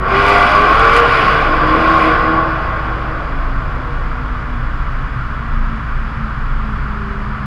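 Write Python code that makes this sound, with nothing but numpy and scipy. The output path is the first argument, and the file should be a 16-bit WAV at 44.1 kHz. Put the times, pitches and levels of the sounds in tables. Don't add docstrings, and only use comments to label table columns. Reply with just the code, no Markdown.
import sys
import numpy as np
from scipy import signal
from scipy.fft import rfft, irfft, next_fast_len
from scipy.io import wavfile
from scipy.ndimage import uniform_filter1d, map_coordinates

SR = 44100
rng = np.random.default_rng(int(sys.argv[2]) if len(sys.argv) > 2 else 0)


def ratio_of_db(decibels):
    return 10 ** (np.asarray(decibels, float) / 20)


def generate_wav(signal):
    frames = np.transpose(np.atleast_2d(signal))
    scaled = np.clip(frames, -1, 1) * 32767
    pcm = np.round(scaled).astype(np.int16)
    wavfile.write(sys.argv[1], SR, pcm)


N = 328967

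# time in s, loudness in dB, harshness in dB.
EXHAUST_FLOW = [(0, -26.5, -22), (.08, -17, -15.5), (.16, -12, -13), (.33, -12.5, -9), (.57, -11.5, -12.5),
                (.88, -10, -14), (1.05, -10.5, -14), (1.16, -11, -11), (1.42, -11, -15.5), (1.52, -13, -17),
                (1.84, -12, -15.5), (2.04, -11, -14), (2.2, -13, -17.5), (2.4, -16, -19.5),
                (3.05, -25, -18), (3.8, -32.5, -18.5), (5, -45.5, -20), (7.46, -52, -20)]
# start in s, hold in s, boom level in dB.
ROAD_BUMPS = [(0.295, 0.25, -28), (.72, 0.035, -24), (0.9, .05, -23.5), (1.39, .33, -19.5),
              (2.155, 0.099, -23), (3.352, 0.39, -19.5), (3.947, 0.19, -20), (4.5, .51, -20.5),
              (5.21, 0.095, -23.5), (5.53, .11, -11), (5.922, 0.084, -17.5), (6.416, 0.15, -16.5),
              (6.708, 0.13, -20), (7.21, 0.028, -22)]


def unit(x):
    return x / np.sqrt(np.mean(x ** 2) + 1e-20)


def curves(rows):
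    s, *columns = np.transpose(rows)
    t = np.arange(N) / SR
    return [np.interp(t, s, column) for column in columns]


def humps(rows):
    t = np.arange(N) / SR
    return sum(db * np.exp(-((t - s) / half_width_s) ** 2) for s, db, half_width_s in rows)


def gate(rows, fade_s):
    t = np.arange(N) / SR
    inside_s = np.minimum(t - rows[0][0], rows[-1][0] - t)
    return np.clip(inside_s / fade_s + 1, 0, 1)


def wobble(rate_hz):
    knots = rng.standard_normal(int(N * rate_hz / SR) + 4)
    return map_coordinates(knots, [np.arange(N) * rate_hz / SR])


def filtered(x, gain_of_hz):
    m = next_fast_len(N + 8192)
    hz = np.fft.rfftfreq(m, 1 / SR)
    return irfft(rfft(x, m) * ratio_of_db(gain_of_hz(hz)), m)[:N]


def coloured(x, spectrum):
    points_hz, db = np.transpose(spectrum)
    return unit(filtered(x, lambda hz: np.interp(np.log(hz + 1), np.log(points_hz), db, -120, -120)))


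def rush(spectrum, patchy_db):
    z = signal.stft(rng.standard_normal(N + 512), nperseg=512)[2]
    field = uniform_filter1d(rng.standard_normal(z.shape), 5, 0)
    field = uniform_filter1d(field, 12, 1)
    noise = signal.istft(z * ratio_of_db(patchy_db * unit(field)), nperseg=512)[1][:N]
    return coloured(noise, spectrum)


def gear(speed, orders, load_db, fading_db, smear_rad):
    # time in s, firing tone in dB, other orders in dB above load_db.
    tone_levels = [(0, -28, -5), (.14, -17.5, -5.5), (.36, -27.5, -0.5), (.62, -29.5, -6.5), (.84, -21, -5),
                   (1.17, -25.5, -10.5), (1.27, -43, -7), (1.47, -22.5, -7), (1.7, -23, -4.5),
                   (1.92, -16.5, -2), (2.12, -18, -3.5), (2.4, -28, -5), (2.7, -38, -13.5), (3.2, -39, -5),
                   (3.8, -36, 7), (5.0, -39.5, -1.5), (5.6, -29, -3), (7.46, -30, 1)]
    # time in s, depth in dB, half width in s.
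    nulls = [(.08, 18, 0.03), (.52, 9, 0.053), (1.44, 4, 0.028), (1.68, 0, 0.028), (1.88, 21, 0.022),
             (2.0, 20, 0.035), (2.2, 20, 0.045), (2.62, 8, 0.054), (3.67, 11, 0.056), (4.01, 5, 0.091),
             (4.41, 7, 0.039), (4.91, 5, 0.033), (5.16, 15, 0.042), (5.95, 21, 0.083), (6.46, 15, 0.11),
             (6.78, 11, 0.037), (7.29, 3.5, 0.29)]
    # frequency in Hz, gain in dB.
    case_lift = [(900, -1.5), (1000, -8), (1080, 7), (1150, 6.5), (1300, 1.5), (1450, 10.5), (1650, 0),
                 (1800, -3)]
    focused_orders = [18, 14, 10, 12, 12, 10, 16, 15, 22, 23, 27]
    # time in s, gain in dB, half width in s.
    focus = [(.32, 3.8, 0.12), (.4, 5, 0.12), (.3, 7.1, 0.17), (.56, 5.6, .1), (2.4, 4, 0.16),
             (5.0, 16, .35), (6.7, 13, .22), (7.1, 17, .25), (.62, 5, .15), (.55, 5, .12), (1.95, 5, .15)]
    (cycle_hz,), (firing_db, others_db) = curves(speed), curves(tone_levels)
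    turn = 2 * np.pi * np.cumsum(cycle_hz) / SR
    firing_gain = ratio_of_db(firing_db - humps(nulls) + 2.6 * wobble(16))
    firing = firing_gain * np.sqrt(2) * np.sin(8 * turn + 0.5 * wobble(17))
    others = np.zeros(N)
    for order, db in orders:
        case_db = np.interp(order * cycle_hz, *np.transpose(case_lift))
        focus_db = humps([row for k, row in zip(focused_orders, focus) if k == order])
        gain = ratio_of_db(db + case_db + fading_db * wobble(5) + focus_db)
        blur = smear_rad * np.sqrt(order) * wobble(14)
        others += gain * np.sin(order * turn + blur + rng.uniform(0, 2 * np.pi))
    tones = (firing + ratio_of_db(load_db + others_db) * others) * gate(speed, 0.037)
    return tones, np.cos(8 * turn) * gate(speed, 0.054)


def flow_drone_db():
    loud_db = curves(EXHAUST_FLOW)[0]
    return -17.5 + 0.68 * (loud_db + 11)


def engine():
    # time in s, four-stroke cycles in Hz.
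    low_speed = [(0, 46.6), (.22, 50.1), (.45, 50.3), (.6, 51.7), (.8, 56.6), (.95, 58.5), (1.08, 59.7),
                 (1.15, 56.6), (1.28, 55)]
    high_speed = [(1.3, 37.6), (1.5, 37.5), (1.6, 38.6), (1.9, 40.6), (2, 40), (2.15, 39.6), (2.35, 40.4),
                  (3.15, 40)]
    coast_speed = [(3.2, 35.5), (3.8, 32), (4.2, 31.4), (4.5, 29.8), (4.9, 28.8), (5.5, 28.4), (6.7, 27),
                   (7.46, 25.8)]
    # multiple of the cycle, level in dB.
    low_orders = [(2, -22), (5, -6), (6, -7), (7, -12.5), (10, -3.5), (11, -26), (12, -1), (13, -18),
                  (14, 1), (15, -2), (16, -1), (17, -8.5), (18, -1), (19, -23), (20, 1.5), (21, -12),
                  (22, -1.5), (23, -1), (24, -1.5), (25, -12), (26, -9.5), (28, -4.5), (29, -8), (30, -16),
                  (32, -4.5), (36, -16), (40, -2.5), (44, -8.5), (46, -13.5), (48, -17)]
    high_orders = [(2, -14), (4, -1), (6, -10.5), (9, -16), (10, -24), (12, -4.5), (13, -9.5), (14, -9.5),
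                   (16, -2.5), (18, -4.5), (19, -12), (20, -5.5), (22, -7), (24, -14), (26, 2.5),
                   (27, -3.5), (28, -4.5), (29, -14.5), (30, -21), (32, -21.5), (35, -8.5), (36, -21)]
    coast_orders = [(4, 0), (10, -2.5), (11, -8.5), (15, -5.5), (16, -8)]
    drone_db = flow_drone_db()
    low, low_beat = gear(low_speed, low_orders, drone_db - 2.5, fading_db=2, smear_rad=0.075)
    high, high_beat = gear(high_speed, high_orders, drone_db - 1.5, fading_db=3, smear_rad=0.1)
    coast, _ = gear(coast_speed, coast_orders, -45, fading_db=2.5, smear_rad=0.17)
    return low + high + coast, 1 + 0.15 * (low_beat + high_beat)


def blast(beat):
    # frequency in Hz, density in dB per Hz.
    drone_spectrum = [(120, -36.5), (180, -3.5), (400, -2.5), (700, 0.5), (950, -5.5), (1300, -48)]
    roar_spectrum = [(800, -45), (975, -14), (1060, 2), (1150, 3.5), (1300, -8.5), (1450, -0.5), (1620, -8),
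                     (1780, -13.5), (2100, -18), (2800, -60)]
    rasp_spectrum = [(1500, -42), (1900, -3.5), (2400, -3), (3500, -14), (4200, -20), (4900, -15.5),
                     (5500, -28.5), (6200, -62)]
    fizz_spectrum = [(4800, -29.5), (5700, 1), (7000, -4.5), (8000, -8.5), (9500, -6.5), (11000, -14),
                     (12000, -15), (14000, -22.5), (15000, -35), (16500, -71)]
    # time in s, fizz gain in dB, half width in s.
    flares = [
        (.29, 2.5, .04),
        (.94, 5, .015),
        (.977, 12, .017),
        (1.13, -0.5, .04),
    ]
    loud_db, harsh_db = curves(EXHAUST_FLOW)
    flare_db = humps(flares)
    rasp_db = loud_db + harsh_db + 0.45 * flare_db + 0.6
    fizz_db = -49.5 + 0.99 * (loud_db + 11) + 1.4 * (harsh_db + 13) + flare_db
    drone = ratio_of_db(flow_drone_db() - 3.5) * rush(drone_spectrum, patchy_db=1.25)
    roar = ratio_of_db(loud_db - 2.5) * rush(roar_spectrum, patchy_db=0.77)
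    rasp = ratio_of_db(rasp_db) * unit(beat * rush(rasp_spectrum, patchy_db=1.0))
    fizz = ratio_of_db(fizz_db) * unit(beat * rush(fizz_spectrum, patchy_db=1.5))
    return drone + roar + rasp + fizz


def tunnel(x, t60_s):
    t = np.arange(int(1.2 * SR)) / SR
    tail = rng.standard_normal(len(t)) * ratio_of_db(-60 * t / t60_s)
    return signal.fftconvolve(x, tail / np.linalg.norm(tail))[:N]


def exhaust():
    tones, beat = engine()
    return tones + ratio_of_db(-6.0) * tunnel(tones, t60_s=0.73) + blast(beat)


def clicks():
    # time in s, peak in dB.
    click_events = [(.2657, -24.5), (.2806, -25.5), (.286, -22), (.2895, -28), (.2974, -22), (.3025, -27),
                    (.3305, -30), (.3826, -24.5), (.4027, -37), (.4272, -26.5), (.4708, -30), (.5172, -30),
                    (.5541, -25.5), (.6179, -29.5), (.7569, -30.5), (.796, -24.5), (.7991, -27.5),
                    (.9321, -33.5), (.943, -26), (0.9663, -16), (.9735, -26), (.979, -25.5), (1.0015, -27),
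                    (1.0037, -24.5), (1.1106, -33.5), (1.6755, -34), (1.9023, -37), (2.0266, -33)]
    # frequency in Hz, density in dB per Hz.
    snap_spectrum = [(2500, -43), (4500, -6), (6500, 3), (9500, -2), (12000, -5.5), (15500, -13),
                     (17000, -53)]
    out = np.zeros(N)
    for s, db in click_events:
        sign, echo = rng.uniform(-1, 1, 2)
        pair = np.sign(sign) * np.array([1, 0.6 * echo])
        out[round(s * SR) + np.array([0, 5])] += ratio_of_db(db) * pair
    return ratio_of_db(4.5) * out.std() * coloured(out, snap_spectrum)


def body_boom():
    boom_hz, idle_db, rise_db_per_s, fall_db_per_s = 27.5, -29.5, 220, 115
    t = np.arange(N) / SR
    swell_db = np.full(N, idle_db)
    for s, hold_s, db in ROAD_BUMPS:
        drop_db = np.maximum(rise_db_per_s * (s - t), fall_db_per_s * (t - s - hold_s))
        swell_db = np.maximum(swell_db, db - np.maximum(0, drop_db))
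    phase = 2 * np.pi * boom_hz * t + 0.93 * wobble(5)
    return ratio_of_db(swell_db + 1.6 * wobble(7.6)) * np.sqrt(2) * np.sin(phase)


def hum():
    # frequency in Hz, rms level in dB.
    hum_tones = [
        (13, -40),
        (56, -25.5),
    ]
    t = np.arange(N) / SR
    out = np.zeros(N)
    for hz, db in hum_tones:
        phase = 2 * np.pi * hz * t + 0.62 * wobble(3.4)
        out += ratio_of_db(db + 1.1 * wobble(4)) * np.sqrt(2) * np.sin(phase)
    return out


def rumble():
    # frequency in Hz, density in dB per Hz.
    rumble_spectrum = [(5, -17.5), (12, 3), (30, 0), (41, 8), (66, -7), (82, 2), (100, -3), (130, 3.5),
                       (165, -4.5), (195, -12), (300, -16), (450, -56.5)]
    thud_db, thud_half_width_s = -0.5, 0.026
    rumble_db = -27 + humps([(s, thud_db, thud_half_width_s) for s, _, _ in ROAD_BUMPS])
    return ratio_of_db(rumble_db + 3.0) * rush(rumble_spectrum, patchy_db=0.5)


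def tyres():
    # frequency in Hz, density in dB per Hz.
    tyre_spectrum = [(150, -29), (250, -7.5), (330, -12), (500, -13.5), (820, -12), (1100, -0.5),
                     (1400, -0.5), (2000, -13.5), (3000, -24), (4200, -32.5), (4900, -31.5), (5700, -41.5),
                     (8200, -48), (13600, -61.5), (14800, -78)]
    # time in s, level in dB.
    tyre_level = [(0, -27.5), (3, -27), (7.46, -27.5)]
    return ratio_of_db(curves(tyre_level)[0]) * rush(tyre_spectrum, patchy_db=0.5)


def case(x):
    # centre in Hz, width in Hz, gain in dB.
    ripples = [(1980, 17, 4), (2355, 100, 3), (2925, 77, 3), (3364, 63, 5), (4030, 40, 1.5), (4600, 90, 1),
               (5000, 100, 0.5), (7200, 83, 1), (7870, 90, -6.5), (9400, 80, 3.5), (9800, 70, 2),
               (11700, 200, 2)]
    return filtered(x, lambda f: sum(db * np.exp(-0.5 * ((f - hz) / width_hz) ** 2)
                                     for hz, width_hz, db in ripples))


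def scene():
    ride = body_boom() + hum() + rumble() + tyres()
    return (case(exhaust() + ride) + clicks())[None]


def roll_off(x):
    return signal.sosfilt(signal.butter(12, 15720, fs=SR, output="sos"), x)


def record(dry):
    top = 0.99
    clipped = dry / (1 + np.abs(dry / top) ** 7) ** (1 / 7)
    return roll_off(clipped)


dry = scene()
out = record(dry)
generate_wav(out)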